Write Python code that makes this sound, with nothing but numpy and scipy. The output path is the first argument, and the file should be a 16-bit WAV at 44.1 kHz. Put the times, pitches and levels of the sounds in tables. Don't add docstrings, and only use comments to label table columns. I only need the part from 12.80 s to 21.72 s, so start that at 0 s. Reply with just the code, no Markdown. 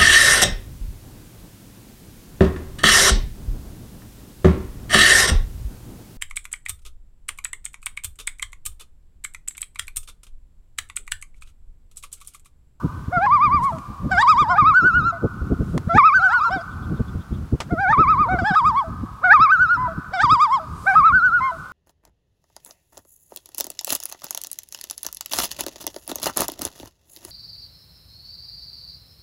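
import sys
import numpy as np
from scipy import signal
from scipy.fft import rfft, irfft, next_fast_len
from scipy.io import wavfile
from scipy.ndimage import map_coordinates

SR = 44100
rng = np.random.default_rng(int(sys.argv[2]) if len(sys.argv) > 2 else 0)


def transcribe(signal):
    frames = np.atleast_2d(signal).T
    limited = np.clip(frames, -1, 1)
    pcm = np.round(limited * 32767).astype(np.int16)
    wavfile.write(sys.argv[1], SR, pcm)


N = 393372
TIME = np.arange(N) / SR
TOP_HZ, EDGE_S = 15850, .004


# start,
# end and time of one crest in seconds, tremolo rate in Hz, crest pitch in Hz, glide in octaves per second,
# swing in octaves, crest level in dB, level slope in dB per second, overtone offset in dB.
FIRST_LOW_NOTES = [(0.325, 0.464, 0.34, 9.5, 778.0, 1.78, 0.22, -19.3, 55.0, -2.2),
                   (1.695, 1.781, 1.704, 11.4, 795.0, 4.39, 0.24, -20.7, 136.0, -1.9),
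                   (3.092, 3.18, 3.09, 11.5, 772.0, 4.9, 0.17, -19.1, 214.0, 2.3),
                   (4.905, 5.127, 4.913, 9.7, 804.0, 1.74, 0.26, -22.6, 82.0, -1.0),
                   (5.485, 5.58, 5.525, 9.1, 754.0, -0.22, 0.17, -22.2, -53.0, 0.1),
                   (6.438, 6.535, 6.45, 11.4, 804.0, 3.36, 0.22, -19.0, 123.0, 4.0),
                   (8.064, 8.154, 8.084, 11.1, 827.0, 3.06, 0.23, -18.8, 89.0, 0.6)]
FIRST_MIDDLE_NOTES = [(0.465, 0.918, 0.541, 10.1, 1216.0, -0.3, 0.34, -13.7, -20.0, -0.7),
                      (1.782, 1.937, 1.792, 11.1, 1286.0, 0.61, 0.3, -10.6, -9.0, 1.7),
                      (3.181, 3.342, 3.177, 11.4, 1301.0, 0.78, 0.34, -9.0, -44.0, 3.2),
                      (5.128, 5.485, 5.117, 10.8, 1300.0, -0.38, 0.41, -12.3, -17.0, -0.8),
                      (6.536, 6.716, 6.541, 11.2, 1312.0, 0.53, 0.35, -9.5, -20.0, 2.2),
                      (6.972, 7.078, 7.024, 8.0, 1019.0, -0.27, 0.08, -22.4, 34.0, 0.3),
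                      (8.155, 8.322, 8.177, 11.1, 1320.0, 0.36, 0.32, -9.5, -15.0, -3.3),
                      (8.606, 8.713, 8.661, 8.2, 1068.0, -0.52, 0.12, -20.7, -24.0, 8.6)]
FIRST_TOP_NOTES = [(1.938, 2.312, 1.978, 10.8, 1486.0, -0.43, 0.22, -12.7, -22.0, 2.1),
                   (3.343, 3.692, 3.363, 10.8, 1499.0, -0.52, 0.25, -13.5, -21.0, 4.8),
                   (6.717, 6.97, 6.73, 10.7, 1499.0, -0.45, 0.25, -12.4, -18.0, -0.1),
                   (8.323, 8.603, 8.363, 10.8, 1508.0, -0.36, 0.21, -12.5, -14.0, -4.0)]
# frequency in Hz, relative overtone level in dB.
FIRST_LOW_TRACT = [(1200, -0.5), (1520, -2), (1800, -10), (1950, -25), (2300, -14.5), (2750, -45),
                   (3300, -34), (4100, -29), (5000, -39.5), (6200, -47.5), (8000, -49.5), (14000, -74)]
FIRST_UPPER_TRACT = [(1200, -6), (1520, 0), (1900, -26), (2300, -19), (2750, -40), (3200, -38.5),
                     (3900, -29.5), (4500, -32.5), (5200, -38), (5900, -56), (6600, -43), (7500, -58.5),
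                     (10000, -64.5), (15000, -86.5)]

def first_loon():
    low = tremolo(FIRST_LOW_NOTES, slowing=.03, shape=1.44, dip_db=31, deepen=-2.3, lead_s=-.006,
                  scoop_s=.03)
    middle = tremolo(FIRST_MIDDLE_NOTES, slowing=.24, shape=1.16, dip_db=25, deepen=.3, lead_s=.001,
                     arch=2.42, arch_db=14)
    top = tremolo(FIRST_TOP_NOTES, slowing=.28, shape=1.21, dip_db=44, deepen=1.3, lead_s=.002,
                  arch=1.48, arch_db=36)
    return (sing(low + moans(), FIRST_LOW_TRACT, overtone_db=2.2, crest_db=12, tilt_db=-3,
                 jitter=.0036, rasp=.15, third_db=-40.5, attack_s=.0035, crack_out=.055)
            + sing(middle, FIRST_UPPER_TRACT, overtone_db=0, crest_db=18, tilt_db=-6.5,
                   jitter=.00074, rasp=.06, third_db=-43, attack_s=.0033, crack_in=.03)
            + sing(top, FIRST_UPPER_TRACT, overtone_db=-3.5, crest_db=-4, tilt_db=3.3,
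                   jitter=.0007, rasp=.05, third_db=-63, attack_s=.003))


SECOND_LOW_NOTES = [(1.312, 1.425, 1.308, 8.9, 860.0, 2.86, 0.3, -19.4, 72.0, -8.0),
                    (3.39, 3.538, 3.416, 7.2, 876.0, 3.75, 0.37, -26.1, 84.0, -12.4),
                    (3.705, 3.82, 3.745, 9.5, 777.0, -0.13, 0.24, -27.3, -78.0, -11.7),
                    (5.585, 5.755, 5.577, 10.0, 857.0, 1.3, 0.31, -21.9, 42.0, -9.6),
                    (7.333, 7.432, 7.341, 10.8, 827.0, 2.83, 0.28, -23.2, 66.0, -5.7)]
SECOND_MIDDLE_NOTES = [(1.427, 1.755, 1.409, 10.9, 1237.0, -1.01, 0.45, -11.8, -38.0, -7.8),
                       (3.54, 3.7, 3.533, 11.0, 1241.0, 0.39, 0.45, -20.3, 24.0, -10.4),
                       (5.756, 6.036, 5.775, 10.2, 1241.0, -1.03, 0.47, -13.4, -23.0, -11.0),
                       (7.434, 7.792, 7.433, 10.9, 1254.0, -0.85, 0.45, -11.4, -18.0, -6.4)]
# frequency in Hz, relative overtone level in dB.
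SECOND_TRACT = [(1200, -20), (1550, -0.5), (1950, -23), (2300, -21), (2750, -42), (3300, -22), (4000, -30),
                (4900, -26), (6000, -45.5), (7700, -37.5), (9200, -54.5), (15000, -67)]

def second_loon():
    low = tremolo(SECOND_LOW_NOTES, slowing=.08, shape=1.43, dip_db=15.4, deepen=1.6, scoop_s=.025)
    middle = tremolo(SECOND_MIDDLE_NOTES, slowing=.38, shape=1.61, dip_db=19.4, deepen=1.6, lead_s=.003,
                     arch=4.98, arch_db=17)
    return (sing(low, SECOND_TRACT, overtone_db=13.5, crest_db=16, tilt_db=-1.2,
                 jitter=.007, rasp=.15, third_db=-50, attack_s=.0073, crack_out=.075)
            + sing(middle, SECOND_TRACT, overtone_db=4, crest_db=21, tilt_db=-1,
                   jitter=.002, rasp=.15, third_db=-58.5, attack_s=.0074, crack_in=.04))


def tremolo(notes, slowing, shape, dip_db, deepen, lead_s=0, arch=0, arch_db=0, scoop_s=0):
    scoop_octaves, scoop_db = .6, 20
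    gestures = []
    for start, end, crest, rate, hz, glide, swing, db, slope, overtone_db in notes:
        t = TIME[(TIME > start - scoop_s - EDGE_S) & (TIME < end + EDGE_S)]
        from_middle = t - (start + end) / 2
        trough = lambda u: 1 - np.abs(np.cos(np.pi * rate * u * (1 - slowing * u))) ** shape
        sag = arch * from_middle ** 2
        scoop = np.clip((start + EDGE_S - t) / scoop_s, 0, 1) if scoop_s else 0
        octaves = glide * from_middle - sag - swing * trough(t - crest) - scoop_octaves * scoop
        dip = dip_db * swing * (1 + deepen * (t - start)) * trough(t - crest + lead_s)
        level_db = db + slope * from_middle - arch_db * sag - dip - scoop_db * np.sqrt(scoop)
        gestures.append((t, hz * 2 ** octaves, level_db, overtone_db))
    return gestures


# start in seconds, initial pitch in Hz, initial level in dB.
CLOSING_MOANS = [(.918, 672, -30), (2.322, 697, -30), (6.037, 672, -32), (7.076, 675, -29),
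                 (7.793, 660, -34), (8.713, 680, -33)]

def moans(length_s=.065, sag_hz_per_s=700, fade_db_per_s=170, overtone_db=-1):
    t = TIME[TIME < length_s]
    return [(start + t, hz - sag_hz_per_s * t, db - fade_db_per_s * t, overtone_db)
            for start, hz, db in CLOSING_MOANS]


def sing(gestures, tract, overtone_db, crest_db, tilt_db, jitter, rasp, third_db, attack_s,
         crack_in=0, crack_out=0):
    crack_s, choke_db = .022, 5
    out = np.zeros(N)
    loudest_db = max(db.max() for _, _, db, _ in gestures)
    for t, pitch, db, offset_db in gestures:
        since, until = t - t[0], t[-1] - t
        crack = crack_in * swell(since, crack_s) + crack_out * swell(until, crack_s)
        rough_pitch = pitch * (1 + jitter * wobble(500, t) + crack * wobble(900, t))
        phase = 2 * np.pi * np.cumsum(rough_pitch) / SR
        push_db = crest_db * np.log2(pitch / pitch.mean())
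        bright_db = overtone_db + offset_db + push_db + .27 * (db.max() - loudest_db)
        overtones = 0
        for k in range(2, 13):
            octaves_up = np.log2(k / 2)
            level_db = along(tract, k * pitch) + bright_db + tilt_db * octaves_up + 4 * wobble(35, t)
            flutter = 1 + rasp * octaves_up * wobble(700, t)
            overtones += amp(level_db) * flutter * np.sin(k * phase) * (k * pitch < TOP_HZ)
        strain = amp(third_db + push_db + 3.3 * wobble(12, t))
        overtones += strain * sum(np.sin(k * phase / 3) for k in (2, 4, 5))
        gate = np.sin(np.pi / 2 * np.clip(np.minimum(since, until) / (2 * EDGE_S), 0, 1)) ** 2
        choke = amp(-choke_db * swell(until, crack_s)) if crack_out else 1
        tone = choke * np.sin(phase) + overtones * (1 - np.exp(-since / attack_s))
        envelope = amp(db + .19 * wobble(120, t)) * gate
        out[round(t[0] * SR):][:len(t)] += np.sqrt(2) * envelope * tone
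    return out


# frequency in Hz, time to decay by 60 dB in seconds.
SHORE_DECAY = [(500, 4.3), (1000, 3.44), (1500, 1.9), (4500, 2.4), (9000, 0.66)]
# frequency in Hz, relative gain in dB.
SHORE_COLOUR = [(500, -21), (800, -7.5), (1050, -2.5), (1500, 2), (1900, -9), (2500, -3), (3300, -12),
                (4600, 0), (9000, -8.5)]

def shore_echo(calls, echo_db, build_s, ripple_db):
    hz, t, spectra = signal.stft(rng.standard_normal(3 * SR), SR, nperseg=256)
    envelope = amp(-60 * t / along(SHORE_DECAY, hz)[:, None]) * (1 - np.exp(-t / build_s))
    tail = signal.istft(spectra * envelope, SR, nperseg=256)[1]
    tail = filtered(tail, lambda f: amp(along(SHORE_COLOUR, f) + echo_db)) / np.sqrt(SR)
    ripples = unit(rng.standard_normal(len(tail))) * amp(-60 * TIME[:len(tail)] / .03)
    ripples = filtered(ripples / np.linalg.norm(ripples), lambda f: f ** 6 / (f ** 6 + 2000 ** 6))
    return signal.fftconvolve(calls, tail + amp(ripple_db) * ripples)[:N]


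def lingering_echo(level_db, t60_s):
    call_bands = [(700, -43.5), (980, -11), (1220, -9), (1350, -24), (1520, -11), (1750, -54)]
    return amp(level_db - 60 * TIME / t60_s) * noise(call_bands)


# time in seconds, rumble level in dB.
BREEZE_LEVEL = [(0, -43), (.4, -34), (.9, -38), (1.7, -37), (2.6, -29.5), (3.1, -36.5), (3.45, -41),
                (4, -36), (5.6, -35.5), (6.3, -37.5), (7, -40), (8.3, -37.5), (8.55, -47), (8.85, -43)]
# frequency in Hz, relative level in dB.
RUMBLE_SPECTRUM = [(20, -19), (45, -5), (80, 0), (170, -4.5), (300, -15.5), (600, -34), (1500, -66.5)]
# peak time in seconds, relative level in dB, length in seconds, corner in Hz.
EDDIES = [(0.051, -15.7, 0.024, 240), (0.288, -21.3, 0.017, 190), (0.38, -21.3, 0.019, 190),
          (0.746, -22.7, 0.014, 210), (1.258, -19.0, 0.032, 200), (1.625, -22.6, 0.017, 310),
          (1.829, -18.5, 0.014, 170), (2.047, -21.4, 0.027, 320), (2.448, -13.9, 0.024, 340),
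          (2.624, -17.6, 0.013, 170), (2.722, -13.3, 0.022, 260), (2.815, -15.1, 0.024, 220),
          (2.961, -16.6, 0.029, 270), (3.077, -17.9, 0.014, 160), (3.161, -13.6, 0.026, 280),
          (3.769, -25.0, 0.013, 310), (4.126, -21.6, 0.033, 230), (4.205, -13.9, 0.015, 220),
          (4.354, -20.7, 0.017, 160), (4.524, -20.2, 0.018, 220), (4.739, -12.1, 0.019, 250),
          (4.93, -14.2, 0.017, 240), (5.2, -16.9, 0.029, 330), (5.409, -22.2, 0.017, 230),
          (5.536, -18.3, 0.024, 330), (5.627, -16.5, 0.014, 230), (5.713, -18.8, 0.014, 190),
          (6.239, -22.1, 0.015, 190), (6.602, -24.4, 0.017, 160), (7.186, -22.3, 0.017, 180),
          (7.446, -23.4, 0.015, 150), (7.53, -21.2, 0.013, 290)]

def wind(eddy_db, lump_db):
    out = amp(curve(BREEZE_LEVEL) + lump_db * np.tanh(wobble(18))) * noise(RUMBLE_SPECTRUM)
    for peak, db, length, corner_hz in EDDIES:
        span = abs(TIME - peak) < .12
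        envelope = swell(TIME[span] - peak, length)
        low_cut = lambda hz: hz ** 2 / np.hypot(hz ** 2, 65 ** 2)
        band = lambda hz: low_cut(hz) / np.hypot(1, (hz / corner_hz) ** 3) / np.hypot(1, (hz / 800) ** 4)
        eddy = envelope * filtered(rng.standard_normal(len(envelope)), band)
        out[span] += amp(db + eddy_db) * unit(eddy) * np.sqrt(np.mean(envelope ** 2))
    return out


# peak time in seconds, level in dB, length in seconds.
FINGER_RUBS = [(0.842, -46, 0.021), (0.916, -59, 0.2), (1.354, -52.5, 0.01), (2.903, -62, 0.13),
               (8.078, -52.5, .22), (8.8, -62, .2)]
# start in seconds, level in dB, time to decay by 60 dB in seconds.
BODY_CLICKS = [(.839, -38, .008), (0.985, -33, 0.018), (2.978, -21, 0.018), (4.803, -21, .08),
               (8.099, -40, 0.007)]
# frequency in Hz, relative level in dB.
RUB_SPECTRUM = [(1500, -5), (4500, -3), (8500, 0.5), (12000, -5.5), (15500, -24.5)]
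CLICK_SPECTRUM = [(200, -1.5), (700, 2.5), (1700, -2.5), (2600, -9.5), (3200, -8), (4000, -13),
                  (4900, -10.5), (6200, -14), (7800, -14.5), (11000, -28.5), (15000, -39.5)]

def handling():
    rubs = sum(amp(db) * swell(TIME - peak, length) for peak, db, length in FINGER_RUBS)
    clicks = sum(amp(db - 60 * abs(TIME - start) / t60) * (TIME >= start)
                 for start, db, t60 in BODY_CLICKS)
    return rubs * noise(RUB_SPECTRUM) + clicks * noise(CLICK_SPECTRUM)


# time in seconds, relative level in dB.
HISS_LEVEL = [(0, -69), (.75, -72), (1.1, -69.5), (2.3, -74), (2.9, -69.5), (6.85, -72), (8.9, -69.5)]
# frequency in Hz, relative level in dB.
HISS_SPECTRUM = [(100, 11), (700, 17.5), (1400, 18.5), (2000, 7.5), (3400, 4.5), (5000, 3), (9000, -1.5),
                 (15500, -6)]
# frequency in Hz, level in dB.
WHINE_TONES = [(7628, -86), (10164, -84)]

def camera_hiss(gain_db):
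    hiss = amp(curve(HISS_LEVEL) + gain_db) * noise(HISS_SPECTRUM)
    whine = sum(np.sqrt(2) * amp(db) * np.sin(2 * np.pi * hz * TIME) for hz, db in WHINE_TONES)
    return hiss + whine


CHIP_TIMES = [3.925, 4.04, 4.171, 4.29, 4.415, 4.546]

def small_bird(pitch_hz, level_db, length_s):
    band = unit(filtered(rng.standard_normal(N), lambda hz: swell(hz - pitch_hz, 450)))
    return amp(level_db) * band * sum(swell(TIME - peak, length_s) for peak in CHIP_TIMES)


def amp(db):
    return 10 ** (np.asarray(db) / 20)


def unit(x):
    return x / np.sqrt(np.mean(x ** 2) + 1e-20)


def along(points, hz):
    freqs, values = np.transpose(points)
    return np.interp(np.log(hz + 1), np.log(freqs + 1), values)


def curve(rows):
    return np.interp(TIME, *np.transpose(rows))


def wobble(rate, t=TIME):
    position = (t - t[0]) * rate
    return map_coordinates(rng.standard_normal(int(position[-1]) + 4), [position + 1])


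def filtered(x, gain):
    size = next_fast_len(len(x) + 8192)
    return irfft(rfft(x, size) * gain(np.fft.rfftfreq(size, 1 / SR)), size)[:len(x)]


def noise(spectrum):
    return unit(filtered(rng.standard_normal(N), lambda hz: amp(along(spectrum, hz))))


def swell(x, width):
    return np.exp(-2 * np.minimum((x / width) ** 2, 20))


def scene():
    calls = first_loon() + second_loon()
    echo = shore_echo(calls, echo_db=-7.5, build_s=.19, ripple_db=-3)
    echo += lingering_echo(level_db=-38, t60_s=2.1)
    breeze = wind(eddy_db=-.5, lump_db=9)
    chips = small_bird(pitch_hz=3450, level_db=-56.5, length_s=.023)
    camera = camera_hiss(gain_db=19) + handling()
    return (calls + echo + breeze + chips + camera)[None]


def record(dry):
    return filtered(dry[0], lambda hz: hz < TOP_HZ)[None]


dry = scene()
out = record(dry)
transcribe(out)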